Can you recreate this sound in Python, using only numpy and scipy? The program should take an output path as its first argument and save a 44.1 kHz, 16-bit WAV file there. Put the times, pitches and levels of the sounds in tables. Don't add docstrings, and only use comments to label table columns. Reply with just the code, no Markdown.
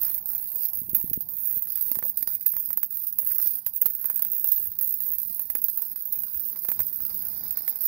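import sys
import numpy as np
from scipy import signal
from scipy.fft import rfft, irfft, next_fast_len
from scipy.io import wavfile
from scipy.ndimage import uniform_filter1d, minimum_filter1d, map_coordinates

SR = 44100
rng = np.random.default_rng(int(sys.argv[2]) if len(sys.argv) > 2 else 0)


def inscribe(sig):
    pcm = np.round(np.clip(np.atleast_2d(sig).T, -1, 1) * 32767)
    wavfile.write(sys.argv[1], SR, pcm.astype(np.int16))


def field_ratio(decibels):
    return 10 ** (np.asarray(decibels, dtype=float) / 20)


N = 347067

# t/s, relative level/dB, length of the short circuit just before/s,
# level of the low kick on the right membrane/dB
RESTRIKES = [(0.179, -11, 0.022, -38), (0.2578, -8, 0.08, -46), (0.35, -7, 0.019, -39.5),
             (0.5183, -14.5, 0.023, -38), (0.633, -10, 0.0, -43), (0.6532, -5, 0.018, -32),
             (0.7335, -11.5, 0.043, -37), (0.7722, -12, 0.0, -42), (0.8946, -11.5, 0.088, -43),
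             (0.9485, -2.5, 0.029, -22.5), (1.0767, -16, 0.035, -44.5), (1.0991, -10, 0.051, -55),
             (1.1334, -3.5, 0.036, -27.5), (1.2073, -9.5, 0.036, -35), (1.2888, -12.5, 0.069, -63),
             (1.6233, -10.5, 0.03, -37), (1.6718, -13.5, 0.023, -34.5), (1.7571, -5.5, 0.024, -35.5),
             (1.7752, -10.5, 0.044, -31.5), (1.811, -9, 0.023, -34), (1.9158, -1.5, 0.0016, -21.5),
             (1.9472, -12.5, 0, -31.5), (1.9553, -8, 0.0034, -25.5), (1.9887, -8, 0, -24.5),
             (2.026, -21, 0.031, -24.5), (2.0523, -9.5, 0.011, -48), (2.174, -5, 0.073, -36.5),
             (2.2262, -7, 0.026, -28), (2.2747, -4.5, 0.066, -26.5), (2.4102, -14, 0.05, -45),
             (2.4628, -1, 0.04, -23), (2.519, -12, 0.022, -44), (2.5372, -14, 0.019, -29.5),
             (2.5667, -8, 0.018, -24.5), (2.7047, -8, 0.0, -24.5), (2.7306, -7, 0.017, -28.5),
             (2.7737, -4, 0.077, -24), (2.8311, -3.5, 0.038, -24.5), (2.907, -14, 0.054, -41),
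             (3.0697, -8, 0.023, -61), (3.127, -11.5, 0.035, -62), (3.187, 1.5, 0.061, -28.5),
             (3.231, -17, 0.015, -34.5), (3.264, -10, 0.032, -34.5), (3.2723, -4, 0.03, -34),
             (3.348, -9, 0.014, -53), (3.3594, -11.5, 0, -32), (3.3836, -2.5, 0.0056, -31.5),
             (3.4004, -7.5, 0.014, -26.5), (3.416, -7, 0, -35.5), (3.4256, -5, 0.068, -33),
             (3.4588, -8, 0.019, -30), (3.6649, -2.5, 0.085, -25.5), (3.7364, -14.5, 0.043, -52),
             (3.7609, -10.5, 0.02, -57), (3.817, -0.5, 0.038, -40), (3.8582, 3.5, 0.035, -19.5),
             (4.0434, -11, 0.015, -26), (4.0567, -3.5, 0.015, -30), (4.0999, -3.5, 0.0, -25),
             (4.1596, -6, 0.011, -49), (4.194, -9, 0.0063, -31.5), (4.2225, -1, 0.044, -30),
             (4.2494, -5, 0.055, -32), (4.3011, -13.5, 0.015, -67), (4.444, -4.5, 0.013, -25),
             (4.5184, -1, 0.03, -48), (4.7177, -13, 0.04, -59), (4.7881, -6.5, 0.084, -55),
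             (4.812, -4.5, 0.025, -61), (5.0049, -10, 0.029, -41), (5.1843, -6, 0.03, -47),
             (5.3953, -9, 0.025, -30.5), (5.4551, -20, 0.034, -49.5), (5.501, -6, 0.033, -25.5),
             (5.5519, -4.5, 0.023, -19), (5.6179, -9.5, 0.024, -48), (5.6413, -3.5, 0.02, -28.5),
             (5.6846, -6.5, 0.021, -31.5), (5.7744, -5.5, 0.0025, -30), (5.8205, -6.5, 0.0, -27.5),
             (5.9601, -11.5, 0.035, -35.5), (6.055, -11.5, 0.034, -47), (6.1247, -6, 0.0025, -51),
             (6.2357, -7.5, 0, -31), (6.345, -13.5, 0, -36), (6.5596, -17, 0.032, -32),
             (6.6486, -9, 0.016, -29.5), (6.6875, -5, 0.011, -19), (6.701, -12, 0.0096, -26.5),
             (6.7172, -6.5, 0.054, -21), (6.793, -7, 0.03, -21), (6.8031, -5.5, 0.0082, -20.5),
             (6.9286, -13.5, 0.021, -56.5), (7.0046, -13, 0.019, -50), (7.4088, -16, 0.011, -48),
             (7.4369, -14.5, 0.04, -34.5), (7.5087, -6.5, 0.023, -39), (7.5722, -7.5, 0.05, -27),
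             (7.6074, -16.5, 0.025, -54), (7.6495, -17, 0.017, -52), (7.6786, -6, 0.052, -25),
             (7.758, -12.5, 0.053, -46), (7.808, -11, 0.048, -41)]
# t/s, relative level/dB
POOL_SPITTING = [(0.0, -31.5), (1.22, -89), (1.75, -37), (3.09, -55), (3.42, -31.5), (3.68, -48.5),
                 (4.21, -39.5), (6.25, -39.5), (7.3, -29), (7.87, -31.5)]


def unit(x):
    return x / np.sqrt(np.mean(x ** 2) + 1e-20)


def curve(rows):
    return np.interp(np.arange(N) / SR, *np.transpose(rows))


def wobble(rate):
    knots = rng.standard_normal(int(N * rate / SR) + 4)
    return map_coordinates(knots, [np.arange(N) * rate / SR])


def coloured(x, points):
    m = 2 * next_fast_len(N // 2 + 4096)
    f, db = np.transpose(points)
    log_hz = np.log(np.fft.rfftfreq(m, 1 / SR) + 1)
    cepstrum = irfft(np.log(field_ratio(np.interp(log_hz, np.log(f), db))), m)
    cepstrum[1:m // 2] *= 2
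    cepstrum[m // 2 + 1:] = 0
    return irfft(rfft(x, m) * np.exp(rfft(cepstrum)), m)[:N]


def spikes(s, size):
    return np.bincount((np.asarray(s) * SR).astype(int), size, N + SR)[:N]


def patchy(depth_db):
    z = signal.stft(rng.standard_normal(N), nperseg=256)[2]
    field = uniform_filter1d(rng.standard_normal(z.shape), 5, 0)
    field = uniform_filter1d(field, 30, 1)
    return unit(signal.istft(z * field_ratio(depth_db * unit(field)), nperseg=256)[1][:N])


def band(x, hz, width_hz):
    b, a = signal.iirpeak(hz, hz / width_hz, SR)
    once = signal.lfilter(b, a, x)
    return unit(signal.lfilter(b, a, once))


def workshop():
    # f/Hz, relative level/dB
    yard_colour = [(25, -32), (130, 4.5), (250, 4), (500, -35), (800, -3.5), (1900, -49.5), (2600, -48),
                   (5000, -20), (9000, -41)]
    return np.array([field_ratio(db) * unit(coloured(patchy(depth_db=4.0), yard_colour)) for db in (-62, -68)])


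def rumble():
    # t/s, level/dB
    breeze = [(0.0, -60), (0.46, -59), (0.99, -50), (1.75, -63.5), (2.04, -59.5), (3.03, -61), (4.2, -64),
              (4.7, -58.5), (5.0, -61), (5.81, -65), (7.15, -49), (7.87, -64)]
    low = coloured(rng.standard_normal(N), [(30, -10.5), (90, -1.5), (300, -9), (600, -34.0)])
    return field_ratio(curve(breeze)) * unit(field_ratio(2.44 * wobble(12)) * low)


def puffs():
    # t/s, peak level/dB
    gusts = [(0.818, -32), (0.888, -34), (0.933, -24.5), (0.979, -36), (1.042, -21.5), (1.114, -25.5),
             (1.175, -19), (1.571, -31), (1.972, -30)]
    s, db = np.transpose(gusts)
    t = np.arange(SR // 20) / SR
    swing = np.sin(2 * np.pi * 190 * t) * t / 0.0017 * np.exp(1 - t / 0.001)
    return signal.fftconvolve(spikes(s, field_ratio(db)), swing / swing.max())[:N]


def drone():
    # t/s, level/dB
    hollow = [(0, -59), (2.0, -68.5), (6.4, -89), (7.3, -63)]
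    waver_db = 2.5 * wobble(14)
    return field_ratio(curve(hollow) + waver_db) * band(rng.standard_normal(N), hz=725, width_hz=440)


def buffets():
    # t/s, level/dB, f/Hz
    swings = [(4.671, -43, 90.5), (6.347, -40, 72), (6.786, -38.5, 64.6)]
    cycles = 3.4
    out = np.zeros(N)
    for s, db, hz in swings:
        turns = np.arange(round(cycles * SR / hz)) * hz / SR
        swell = np.sin(np.pi * turns / cycles)
        out[round(s * SR):][:len(turns)] += field_ratio(db) * np.sin(2 * np.pi * turns) * swell
    return out


def smears():
    # t/s, length/s, f/Hz, level/dB
    smear_rows = [(1.914, .015, 260, -41.5), (2.039, 0.028, 610, -45), (3.304, 0.029, 1690, -47),
                  (3.457, 0.039, 5150, -45)]
    width = .6
    out = np.zeros(N)
    for s, length_s, hz, db in smear_rows:
        n = round(length_s * SR)
        noise = band(rng.standard_normal(SR // 8), hz, width * hz)[-n:]
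        out[round(s * SR):][:n] += field_ratio(db) * noise * signal.windows.tukey(n, .4)
    return out


def ticks():
    # f/Hz, relative level/dB
    tick_colour = [(40, 8), (200, 7.5), (2000, 4), (2900, -9.5), (8500, -7), (10000, -22)]
    late_s = 0.0005
    rattle_db, rattle_t60_s = -22.5, 0.035
    faint_db = -3.5
    s, _, _, db = np.transpose(RESTRIKES)
    sign = np.where(rng.random(len(s)) < .7, -1, 1)
    kicks = spikes(s + late_s, sign * field_ratio(db))
    fading = field_ratio(rattle_db - 60 * np.arange(SR // 20) / SR / rattle_t60_s)
    body = signal.fftconvolve(abs(kicks), fading)[:N]
    rattle = body * rng.standard_normal(N) * field_ratio(4.12 * wobble(500))
    when, size = rng.random((2, 1600))
    clumps_db = 5 * wobble(25)
    faint = spikes(when * N / SR, size - .6) * field_ratio(curve(POOL_SPITTING) + faint_db + clumps_db)
    one = coloured(spikes([0], [1]), tick_colour)
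    return coloured(kicks + rattle + faint, tick_colour) / abs(one).max()


def burning():
    # t/s, relative level/dB
    steady = [(0, -25.5), (.53, -32), (.8, -30), (1.36, -34), (1.6, -30), (1.9, -31), (2.1, -30),
              (2.85, -32), (3.1, -31.5), (3.4, -23.5), (3.7, -35), (4.0, -32.5), (4.43, -29.5), (5.2, -30),
              (5.5, -32.5), (6.1, -34.5), (6.9, -32), (7.4, -33.5), (7.87, -25.5)]
    fade_db_per_s, depth_db = 610, 11.5
    lost_db = np.zeros(N)
    for s, _, short_s, _ in RESTRIKES:
        k = np.arange(round((s - max(short_s, 0)) * SR), round(s * SR))
        lost_db[k] = np.minimum(depth_db, fade_db_per_s * np.arange(len(k)) / SR)
    return curve(steady) - lost_db


def small_drops():
    # start t/s, end t/s
    locked_spans = [(.53, .65), (1.39, 1.5), (1.74, 1.9), (2.3, 2.37), (5.36, 5.45), (6.35, 6.49)]
    drop_hz, ripple_hz = 63.75, 2 * 59.9
    scatter_s, drop_db, spread_db = 0.001, 16.5, 3.5
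    snap_s = np.transpose(RESTRIKES)[0]
    late, more = rng.standard_normal((900, 2)).T
    t = np.arange(N) / SR
    locked = np.any([(t > a) & (t < b) for a, b in locked_spans], axis=0)
    turns = np.cumsum(np.where(locked, ripple_hz, drop_hz)) / SR
    marks = np.interp(np.r_[0, snap_s, N / SR], t, turns)
    beats = np.r_[0, np.cumsum(np.maximum(1, np.round(np.diff(marks))))]
    small = np.setdiff1d(np.arange(beats[-1]), beats).astype(int)
    drops_s = np.interp(np.interp(small, beats, marks), turns, t) + scatter_s * late[small]
    return spikes(drops_s, field_ratio(drop_db + spread_db * np.clip(more[small], -2, 1.5)))


def crackle():
    mains_hz = 59.9
    when, size = rng.random((2, 2500))
    spread_db = -4 * np.log(size + .03)
    ripple_db = 3 * np.cos(2 * np.pi * 2 * mains_hz * when * N / SR)
    return spikes(when * N / SR, field_ratio(spread_db + ripple_db))


def discharges():
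    s, db = np.transpose(RESTRIKES)[:2]
    return spikes(s, field_ratio(db)) + (small_drops() + crackle()) * field_ratio(burning())


def underbody(pulses):
    lead_s = 0.00076
    echo_db, echo_t60_s, tail_db, tail_t60_s = -4, 0.032, -7, 0.11
    t = np.arange(SR // 5) / SR
    decay = field_ratio(-60 * t / echo_t60_s) ** 2 + field_ratio(tail_db - 60 * t / tail_t60_s) ** 2
    lead = np.exp(-t[::-1] / lead_s)
    power = signal.fftconvolve(pulses ** 2, np.r_[lead, decay])[len(t):][:N]
    ragged = unit(field_ratio(1.9 * wobble(1400)) * patchy(depth_db=4.0))
    return field_ratio(echo_db) * np.sqrt(abs(power)) * ragged


def hiss(flutter_db):
    return field_ratio(burning() + 3 + flutter_db) * patchy(depth_db=5.0)


def frying(sputter_db):
    noise = coloured(rng.standard_normal(N), [(400, 4.0), (6000, 7.5), (9000, -21)])
    return field_ratio(curve(POOL_SPITTING) + sputter_db) * unit(noise)


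def reflected(x):
    # delay/ms, level relative to the direct sound/dB
    echoes = [(0.698, -14.5), (1.378, -18.5), (2.829, -10), (4.001, -11.5), (5.502, -13), (7.502, -16)]
    drift_ms, swing_db = .12, 4
    hz, t, z = signal.stft(x, SR, nperseg=4096)
    at = np.minimum(t * SR, N - 1).astype(int)
    paths = 1
    for ms, db in echoes:
        strength = field_ratio(db + swing_db * wobble(0.86)[at])
        delay_s = (ms + drift_ms * wobble(.6)[at]) / 1000
        paths = paths + strength * np.exp(-2j * np.pi * np.outer(hz, delay_s))
    evened = paths / np.sqrt(np.mean(abs(paths[hz > 12000]) ** 2, axis=0))
    return signal.istft(z * evened, SR, nperseg=4096)[1][:N]


def arc():
    # f/Hz, relative gain/dB
    left_response = [(300, -30.5), (1950, -35), (2700, -47.5), (4000, -35), (4900, -25.5), (5800, -33.5),
                     (6800, -43), (8000, -33), (11500, -32.5), (13500, -19.5), (15720, -28.5), (15860, -68),
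                     (17000, -84)]
    right_response = [(300, -34.5), (2500, -43.5), (5000, -44.5), (6800, -45), (8300, -45), (9500, -24),
                      (11000, -20), (12500, -11), (14000, -4), (14700, -4), (15720, -4.5), (15900, -34),
                      (17000, -53)]
    pulses = discharges()
    flutter_db = 1.4 * wobble(110) + 3 * wobble(600)
    sputter_db = 3 * wobble(60) + 4.5 * wobble(350)
    direct = field_ratio(17.5) * pulses
    shared = direct + underbody(pulses) + hiss(flutter_db)
    apart = underbody(pulses) + hiss(flutter_db)
    farther = np.roll(shared, 4)
    left = coloured(0.2 * farther + 0.6 * apart + frying(sputter_db), left_response)
    right = coloured(shared + frying(sputter_db), right_response)
    return field_ratio(7.0) * np.array([reflected(left), reflected(right)])


def scene():
    left_only = rumble() + puffs() + drone() + buffets()
    right_only = ticks() + smears()
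    return workshop() + np.array([left_only, right_only]) + arc()


def with_holes(x):
    low_hz, edge_hz = 9300, 15850
    weak_db = np.array([-34, -53])
    click_rise_db, whole_s = 11.5, .005
    width = 3
    hz, _, z = signal.stft(x, SR, nperseg=2048)
    power = abs(z) ** 2
    bands = np.add.reduceat(power, np.arange(0, len(hz), width), axis=1) / width
    bands = np.repeat(bands, width, axis=1)[:, :len(hz)]
    weak = bands < power.sum(axis=1, keepdims=True) * field_ratio(weak_db)[:, None, None] ** 2
    covered = ((hz < low_hz) | (hz > edge_hz))[:, None]
    holed = signal.istft(z * ~(weak & covered), SR, nperseg=2048)[1][:, :N]
    dull = uniform_filter1d(uniform_filter1d(x[1], size=3), size=4) ** 2
    running = uniform_filter1d(dull, size=3000)
    sudden = uniform_filter1d(dull, size=30) > running * field_ratio(click_rise_db) ** 2
    away = minimum_filter1d(1. - sudden, size=round(whole_s * SR))
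    away = uniform_filter1d(away, size=66)
    return np.array([holed[0], away * holed[1] + (1 - away) * x[1]])


def band_limit(x):
    return signal.sosfilt(signal.butter(12, 16990, fs=SR, output="sos"), x)


def record(dry):
    needed = np.minimum(1, .8 / (abs(dry) + 1e-9))
    held = dry * uniform_filter1d(minimum_filter1d(needed, size=41), size=41)
    bent = held - 0.064 * held ** 2
    hz = np.fft.rfftfreq(N, 1 / SR)
    bass_cut = hz ** 2 / (hz ** 2 + 35 ** 2)
    kept = irfft(rfft(bent) * (hz < 16990) * bass_cut, N)
    return band_limit(with_holes(kept))


dry = scene()
out = record(dry)
inscribe(out)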